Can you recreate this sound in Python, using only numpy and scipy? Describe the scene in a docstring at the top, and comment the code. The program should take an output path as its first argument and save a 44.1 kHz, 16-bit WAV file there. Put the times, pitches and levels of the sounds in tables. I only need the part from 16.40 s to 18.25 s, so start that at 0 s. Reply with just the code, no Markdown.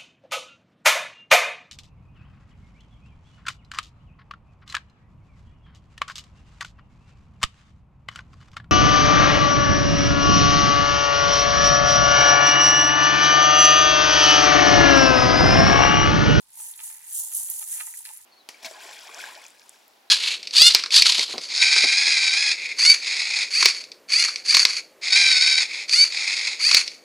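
"""At a craft table in a small room, hands lift and turn a heap of beaded strands.
Thousands of short resonances make the rattle, swelling with each pull; looser beads ring on and slips hiss.
Hard clicks stand out, bigger beads knock on a bank of modes, and dragged strands patter on the hollow table.
A soft noise thud and a faint steady room sound lie underneath."""
import sys
import numpy as np
from scipy import signal
from scipy.fft import rfft, irfft, next_fast_len
from scipy.io import wavfile
from scipy.ndimage import uniform_filter1d

SR = 44100
rng = np.random.default_rng(int(sys.argv[2]) if len(sys.argv) > 2 else 0)


def materialize(psi):
    """Save the field psi as 16-bit PCM at rate SR to the path in sys.argv[1].

    A 1-D psi becomes a single channel; in a 2-D psi each row is a channel.
    """
    bounded = np.clip(np.atleast_2d(psi).T, -1, 1)
    quanta = np.round(bounded * 32767).astype(np.int16)
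    wavfile.write(sys.argv[1], SR, quanta)


N = 81585
TIME = np.arange(N) / SR


def from_db(db):
    """Decibels to amplitude gain."""
    return 10 ** (np.asarray(db) / 20)


def rms_one(x):
    """Scale to unit rms."""
    return x / np.sqrt(np.mean(x ** 2) + 1e-20)


def in_time(rows):
    """Draw a breakpoint curve as a value at every sample."""
    return np.interp(TIME, *np.transpose(rows))


def colour(x, points):
    """Minimum-phase equaliser through (frequency, level) points, so nothing sounds ahead of its hit."""
    size = 2 * next_fast_len(N)
    hz, db = np.transpose(points)
    grid = np.maximum(np.arange(size // 2 + 1) * SR / size, 1)
    level_db = np.interp(np.log(grid), np.log(hz), db)
    cepstrum = irfft(np.log(from_db(level_db)))
    # folding the cepstrum onto positive time makes the filter causal
    cepstrum[1:size // 2] *= 2
    cepstrum[size // 2 + 1:] = 0
    return irfft(rfft(x, size) * np.exp(rfft(cepstrum)))[..., :N]


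def band(x, low_hz, high_hz):
    """Butterworth band-pass."""
    edges_hz = [low_hz, min(high_hz, SR / 2 - 1000)]
    sos = signal.butter(2, edges_hz, "band", fs=SR, output="sos")
    return signal.sosfilt(sos, x + 1e-18)


def ring(hits, hz, t60):
    """Two-pole resonance: a unit hit starts a sine of about height 1 that falls 60 dB in t60 seconds."""
    radius = from_db(-60 / (t60 * SR))
    angle = 2 * np.pi * hz / SR
    return signal.lfilter([.5, 0, -.5], [1, -2 * radius * np.cos(angle), radius * radius], hits + 1e-18)


def strikes(s, gain):
    """Single impulses at given times."""
    out = np.zeros(N)
    samples = np.clip(np.asarray(s) * SR, 0, N - 1).astype(int)
    np.add.at(out, samples, gain)
    return out


def shower(per_s, spread_db):
    """Random impulses of either sign; a positive spread gives many small and few large."""
    excess = np.minimum(rng.exponential(1, N), 3.5)
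    sizes = from_db(spread_db * excess) * rng.choice([-1, 1], N)
    return sizes * (rng.random(N) < per_s / SR)


def even(x, size):
    """Hold the power steady over `size` samples, keeping the finer grain."""
    power = np.mean(np.atleast_2d(x) ** 2, axis=0)
    return x / np.sqrt(uniform_filter1d(power, size) + 1e-12)


def place(x, pan_db, lag_s):
    """Stereo position: left-over-right level difference and a delay of the left side."""
    delayed = np.interp(TIME - round(lag_s * SR) / SR, TIME, x)
    return np.array([delayed * from_db(pan_db / 2), x * from_db(-pan_db / 2)])


def room(x, near_db, far_db):
    """Convolve with decaying noise: quick scatter from table and hands, then the room's short tail."""
    scatter_t60_s, room_t60_s, room_gap_s = .075, .083, .0026
    t = TIME[:SR // 2]
    near, far = rng.standard_normal((2, 2, len(t)))
    near = near * from_db(-60 * t / scatter_t60_s)
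    far = far * from_db(-60 * t / room_t60_s) * (t > room_gap_s)
    # each part has an energy of 1 before its level is set
    response = (from_db(near_db) * rms_one(near) + from_db(far_db) * rms_one(far)) / np.sqrt(len(t))
    return x + signal.fftconvolve(x, response, axes=1)[:, :N]


def focus(hz, centre_hz, octaves):
    """A contact excites the modes near its centre most, along a bell curve in octaves."""
    return np.exp(-.5 * (np.log2(hz / centre_hz) / octaves) ** 2)


def still_room():
    """Faint steady background: coloured noise, with less of it differing between the sides than shared."""
    # spectrum of the background: (frequency [Hz], level [dB])
    hush_spectrum = [(25, 1), (38, -17), (50, 2), (70, -6), (100, 5.5), (130, 0), (250, -4.5), (500, -4.5),
                     (1000, 3.5), (3000, -10), (15000, -11)]
    floor_db, side_db = -70.5, -5
    mid, side = rng.standard_normal((2, N))
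    hush = mid + from_db(side_db) * side * [[1], [-1]]
    return from_db(floor_db) * rms_one(colour(hush, hush_spectrum))


def clinks():
    """Loose beads ring a little longer, on 30 narrow resonances at separate pitches and places."""
    hits = shower(per_s=200, spread_db=-1.5)
    dealt = rng.integers(0, 30, N)
    beads = 0
    for k, hz in enumerate(np.linspace(8350, 11900, 30)):
        bead = ring(hits * (dealt == k), hz, t60=.018)
        beads = beads + place(bead, rng.normal(0, 1), rng.uniform(0, .0003))
    return even(beads, size=3000)


def rattle(stir_db):
    """Tiny collisions in clumps ring at varied pitches and places; stirring makes them denser and louder."""
    # tone of the rattle as heard on the left; the right is equalised further below:
    # (frequency [Hz], level [dB])
    bead_tone = [(600, -63), (1500, -22), (2400, -56.5), (2800, -21), (4900, -20.5), (5600, -15.5),
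                 (6400, -8), (7400, -3), (8400, -2), (9700, 3.5), (11200, -1.5), (12500, -12), (14200, -5),
                 (15800, -17)]
    # further equaliser on the right side alone: (frequency [Hz], gain [dB])
    right_tone = [(2000, -2), (4800, 1.5), (6300, 4), (8800, -0.5), (10300, -0.5), (12300, 5), (15500, 0.5)]
    clumps_per_s, clump_decay_s, clump_depth = 170, .0035, .2
    hits_per_s, rate_follows = 5000, .78  # rate before clumping, at mean stirring; share of the dB swing
    bead_t60_s, wash_t60_s = .0028, .07
    pan_step_db, wash_db, clink_db, rattle_db = 4, -3.5, -7.5, 2.5

    # a strand falls against others: a short burst of collisions
    falls = rng.exponential(1, N) * (rng.random(N) < clumps_per_s / SR)
    bursts = signal.lfilter([1], [1, -np.exp(-1 / (clump_decay_s * SR))], falls)
    clumps = np.sqrt(.3 + clump_depth * bursts)
    density = clumps * from_db(rate_follows * (stir_db - stir_db.mean()))
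    hits = clumps * shower(hits_per_s * density, spread_db=2.5)

    # every hit is dealt two pitches
    pitches = np.linspace(1000, 17000, 48)
    dealt = rng.integers(0, len(pitches), (2, N))
    beads = 0
    for k, hz in enumerate(pitches):
        bead = ring(hits * (dealt == k).sum(axis=0), hz, bead_t60_s)
        beads = beads + place(bead, pan_step_db * (k % 3 - 1), rng.uniform(0, .0003))

    # reflections of all the collisions, merged into noise; -120 because this decay acts on power
    fade = from_db(-120 / (wash_t60_s * SR))
    wash_power = signal.lfilter([1], [1, -fade], hits ** 2)
    wash = np.sqrt(wash_power + 1e-12) * rng.standard_normal((2, N))

    mixed = rms_one(beads) + from_db(wash_db) * rms_one(wash)
    heap = even(colour(mixed, bead_tone), size=900)
    left, right = heap + from_db(clink_db) * clinks()
    stereo = np.array([left, colour(right, right_tone)])
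    return from_db(rattle_db + stir_db) * rms_one(stereo)


def sliding(stir_db):
    """Small slips between beads, lower in pitch than the rattle and less tied to the stirring."""
    # tone of beads sliding along one another: (frequency [Hz], level [dB])
    slip_tone = [(1200, -24.5), (2500, -7), (3500, -2.5), (4600, -0.5), (5600, -3), (8000, -8),
                 (15000, -27)]
    slide_db, slide_follows = -59.5, .32  # level at mean stirring; share of its dB swing
    grains = shower(per_s=1200, spread_db=.5) * rng.standard_normal((2, N))
    slips = rms_one(grains) + .5 * rng.standard_normal((2, N))
    level = from_db(slide_db + slide_follows * (stir_db - stir_db.mean()))
    return level * even(colour(slips, slip_tone), size=1500) * from_db([[-1], [1]])  # right is louder


def table():
    """Dragged strands patter and tap: impulses excite the hollow table's closely spaced modes."""
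    # light patter, before its trim: (time [s], level [dB])
    patter_curve = [(0.0, -72), (0.086, -81), (0.2, -55.5), (0.37, -71.5), (0.39, -62.5), (0.778, -69.5),
                    (0.824, -59.5), (0.958, -67), (1.004, -55), (1.06, -70.5), (1.23, -59.5), (1.262, -68),
                    (1.396, -60.5), (1.648, -71), (1.71, -53), (1.756, -79), (1.802, -66.5), (1.85, -85)]
    # heavier taps, before their trim: (time [s], level [dB])
    tap_list = [(.196, -81), (1.113, -52), (1.187, -57.5), (1.212, -47), (1.473, -41), (1.603, -48.5),
                (1.691, -45), (1.7055, -42)]
    # the table's hollow note: (frequency [Hz], level [dB], t60 [s])
    hollow_modes = [(860, 0, .022), (940, -3, .018), (1020, -2, .022)]
    patter_trim_db, tap_trim_db = -1.5, -2

    def hollow(hits):
        """Sum the ringing table modes and keep their narrow band."""
        note = sum(from_db(db) * ring(hits, hz, t60) for hz, db, t60 in hollow_modes)
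        return band(note, 852, 985)

    tap_s, tap_db = np.transpose(tap_list)
    patter = even(hollow(shower(per_s=400, spread_db=4.5)), size=2000)
    taps = hollow(strikes(tap_s, from_db(tap_db + tap_trim_db)))
    patter_level = from_db(in_time(patter_curve) + patter_trim_db)
    return place(taps + patter_level * patter, pan_db=-.5, lag_s=.00021)


def knocks():
    """Bigger beads knock and tumble on a bank of modes; each blow strikes each mode with a new strength."""
    # knocks, before their trim: (time [s], level [dB], centre of ringing [Hz], width of ringing [octaves])
    knock_list = [(0.198, -43, 1430, 1.9), (.338, -36.5, 3700, 0.18), (0.391, -37.5, 2280, 1.2),
                  (.402, -36.5, 2420, 1.4), (.409, -46, 2150, 0.69), (.417, -48, 2420, 0.71),
                  (0.501, -43.5, 1800, 1.5), (0.918, -42.5, 2350, 1.1), (0.926, -47, 2000, 1.8),
                  (1.088, -43, 2000, 0.77), (1.213, -43.5, 1800, 2.1), (1.225, -36.5, 2180, 2.1),
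                  (1.366, -44, 2200, 1.5), (1.379, -35, 1950, 0.63), (1.399, -28, 2020, 0.37),
                  (1.4031, -32.5, 2160, 1.3), (1.4072, -24.5, 1830, 0.71), (1.411, -38, 1890, 1.6),
                  (1.416, -40, 2000, 0.72), (1.426, -47, 2320, .7), (1.471, -38, 1700, 0.46),
                  (1.480, -34.5, 1960, 0.13), (1.538, -31, 1945, 0.24), (1.6526, -28, 1880, 0.27),
                  (1.653, -26.5, 4840, 0.22), (1.659, -36, 2650, 0.38), (1.669, -43.5, 2490, 2),
                  (1.682, -38.5, 2170, 0.22), (1.69, -40.5, 3450, 2.3)]
    # what a knock rings with: (frequency [Hz], level [dB], t60 [s])
    bead_modes = [(363, -15, 0.072), (636, -17, 0.039), (887, -15, 0.12), (1256, -9, 0.036),
                  (1514, -7, 0.0092), (1754, -9, 0.022), (1968, -10.5, 0.029), (2253, -6.5, 0.017),
                  (2468, -4.5, 0.017), (2740, -5.5, 0.023), (3320, -1.5, 0.0088), (3700, -4.5, 0.014),
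                  (4350, 6.5, 0.0033), (5250, -10, 0.02)]
    # light knocking inside the heap: (time [s], level [dB])
    tumble_curve = [(0, -96), (.09, -79), (.17, -67), (.36, -65.5), (.52, -62), (.71, -63), (.77, -70),
                    (1.0, -66), (1.12, -64.5), (1.26, -67.5), (1.33, -56), (1.45, -61.5), (1.63, -69),
                    (1.7, -62.5), (1.8, -66), (1.85, -78)]
    knock_trim_db, crack_db, strike_spread_db = -2.5, -2, 2
    tumble_hz, tumble_octaves = 1750, .4

    s, db, centre_hz, octaves = np.transpose(knock_list)
    tumbles = shower(per_s=1500, spread_db=2.5)
    # the wider the ringing, the stronger the crack
    blows = from_db(crack_db) * band(strikes(s, octaves * from_db(db)), 1000, 5500)
    tumbling = 0
    for k, (hz, mode_db, t60) in enumerate(bead_modes):
        varied_db = db + mode_db + rng.normal(0, strike_spread_db, len(s))
        strength = from_db(varied_db) * focus(hz, centre_hz, octaves)
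        blows = blows + (-1) ** k * ring(strikes(s, strength), hz, t60)
        # tumbling rings about half as long
        light = ring(tumbles * rng.standard_normal(N), hz, t60 * .48)
        tumbling = tumbling + from_db(mode_db) * focus(hz, tumble_hz, tumble_octaves) * light

    blows = from_db(knock_trim_db) * band(blows, 516, 8000)
    tumbling = from_db(in_time(tumble_curve)) * even(band(tumbling, 1730, 9000), size=2500)
    return room(place(blows + tumbling, pan_db=-2, lag_s=.00009), near_db=-9.5, far_db=-6)


def hard_clicks():
    """Bead on bead: a snap and a brief ring, with one quick rebound."""
    # hard clicks: (time [s], level [dB], pitch [Hz], left over right [dB])
    click_list = [(.1785, -31, 9200, -2), (.2228, -26, 9850, -3), (.2435, -27, 11300, -2),
                  (.2852, -27, 10500, -2), (.302, -28, 11000, -2), (.3124, -23, 10250, -3),
                  (.3626, -29, 10600, 0), (.3786, -31, 10700, -2), (.4346, -24, 9300, -2),
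                  (.4588, -26, 9500, -2), (.4684, -27, 10500, -2), (.5015, -27, 11400, 0),
                  (.725, -25, 9600, -1), (.7521, -19, 8870, -3), (.7888, -14, 12200, -5),
                  (.934, -22, 9950, -1), (.9507, -11, 9900, -3), (.9708, -15, 8500, -1),
                  (.9712, -11, 11280, -1), (.9861, -18, 11100, -1), (1.1008, -11, 11800, -6),
                  (1.1925, -21, 10500, -1), (1.218, -23, 11200, -4), (1.2409, -22, 7600, -5),
                  (1.277, -22, 8870, -9), (1.3173, -18, 10900, -8), (1.4121, -18, 10500, -2),
                  (1.4686, -20, 7900, -2), (1.574, -26, 11400, -1), (1.652, -25, 10300, 1),
                  (1.691, -30, 8000, 0), (1.7357, -26, 9560, -7), (1.7731, -24, 11000, 1)]
    click_t60_s, snap, rebound_s, rebound_db = .0022, .7, .0005, -5
    chances = rng.random((len(click_list), 2))
    out = 0
    for (s, db, hz, pan_db), (late, lag) in zip(click_list, chances):
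        # the rebound comes after 0.5 to 1.5 times rebound_s
        hit = strikes([s, s + rebound_s * (.5 + late)], from_db([db, db + rebound_db]))
        click = ring(hit, hz, click_t60_s) + snap * hit
        out = out + place(click, pan_db, lag * .0001)
    return room(band(out, 6500, 16500), near_db=-4, far_db=-13)


def bump():
    """Soft bump of the heap on the table: a dull, quickly dying thud of low noise."""
    bump_s, bump_db, bump_t60_s = .970, -68.5, .14
    since = np.maximum(TIME - bump_s, 0)
    level = from_db(bump_db - 60 * since / bump_t60_s) * (since > 0)
    return level * rms_one(band(rng.standard_normal(N), 60, 520))


def scene():
    """Beads, table and room together, with one stirring curve behind rattle and sliding."""
    # how hard the heap is stirred, as level of the rattle before its trim: (time [s], level [dB])
    stir_curve = [(0.0, -54.5), (0.06, -67), (0.206, -38.5), (0.314, -42), (0.344, -51), (0.426, -43),
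                  (0.438, -36.5), (0.582, -47.5), (0.602, -53.5), (0.704, -40.5), (0.756, -31),
                  (0.808, -30.5), (0.824, -33.5), (0.916, -40), (0.952, -29.5), (1.092, -36.5),
                  (1.102, -34.5), (1.112, -34), (1.184, -36.5), (1.194, -32), (1.204, -40), (1.226, -35),
                  (1.252, -42), (1.328, -31.5), (1.452, -40), (1.468, -38), (1.534, -44.5), (1.582, -39),
                  (1.642, -49.5), (1.654, -42), (1.668, -44.5), (1.762, -47.5), (1.772, -46.5),
                  (1.798, -56.5), (1.812, -51), (1.85, -56)]
    stir_db = in_time(stir_curve)
    beads = rattle(stir_db) + sliding(stir_db) + hard_clicks() + knocks()
    return beads + table() + bump() + still_room()


def record(dry):
    """Cut the top steeply with an elliptic low-pass."""
    sos = signal.ellip(12, .1, 80, 15850, fs=SR, output="sos")  # ripple and stopband [dB], cutoff [Hz]
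    return signal.sosfilt(sos, dry)


dry = scene()
out = record(dry)
materialize(out)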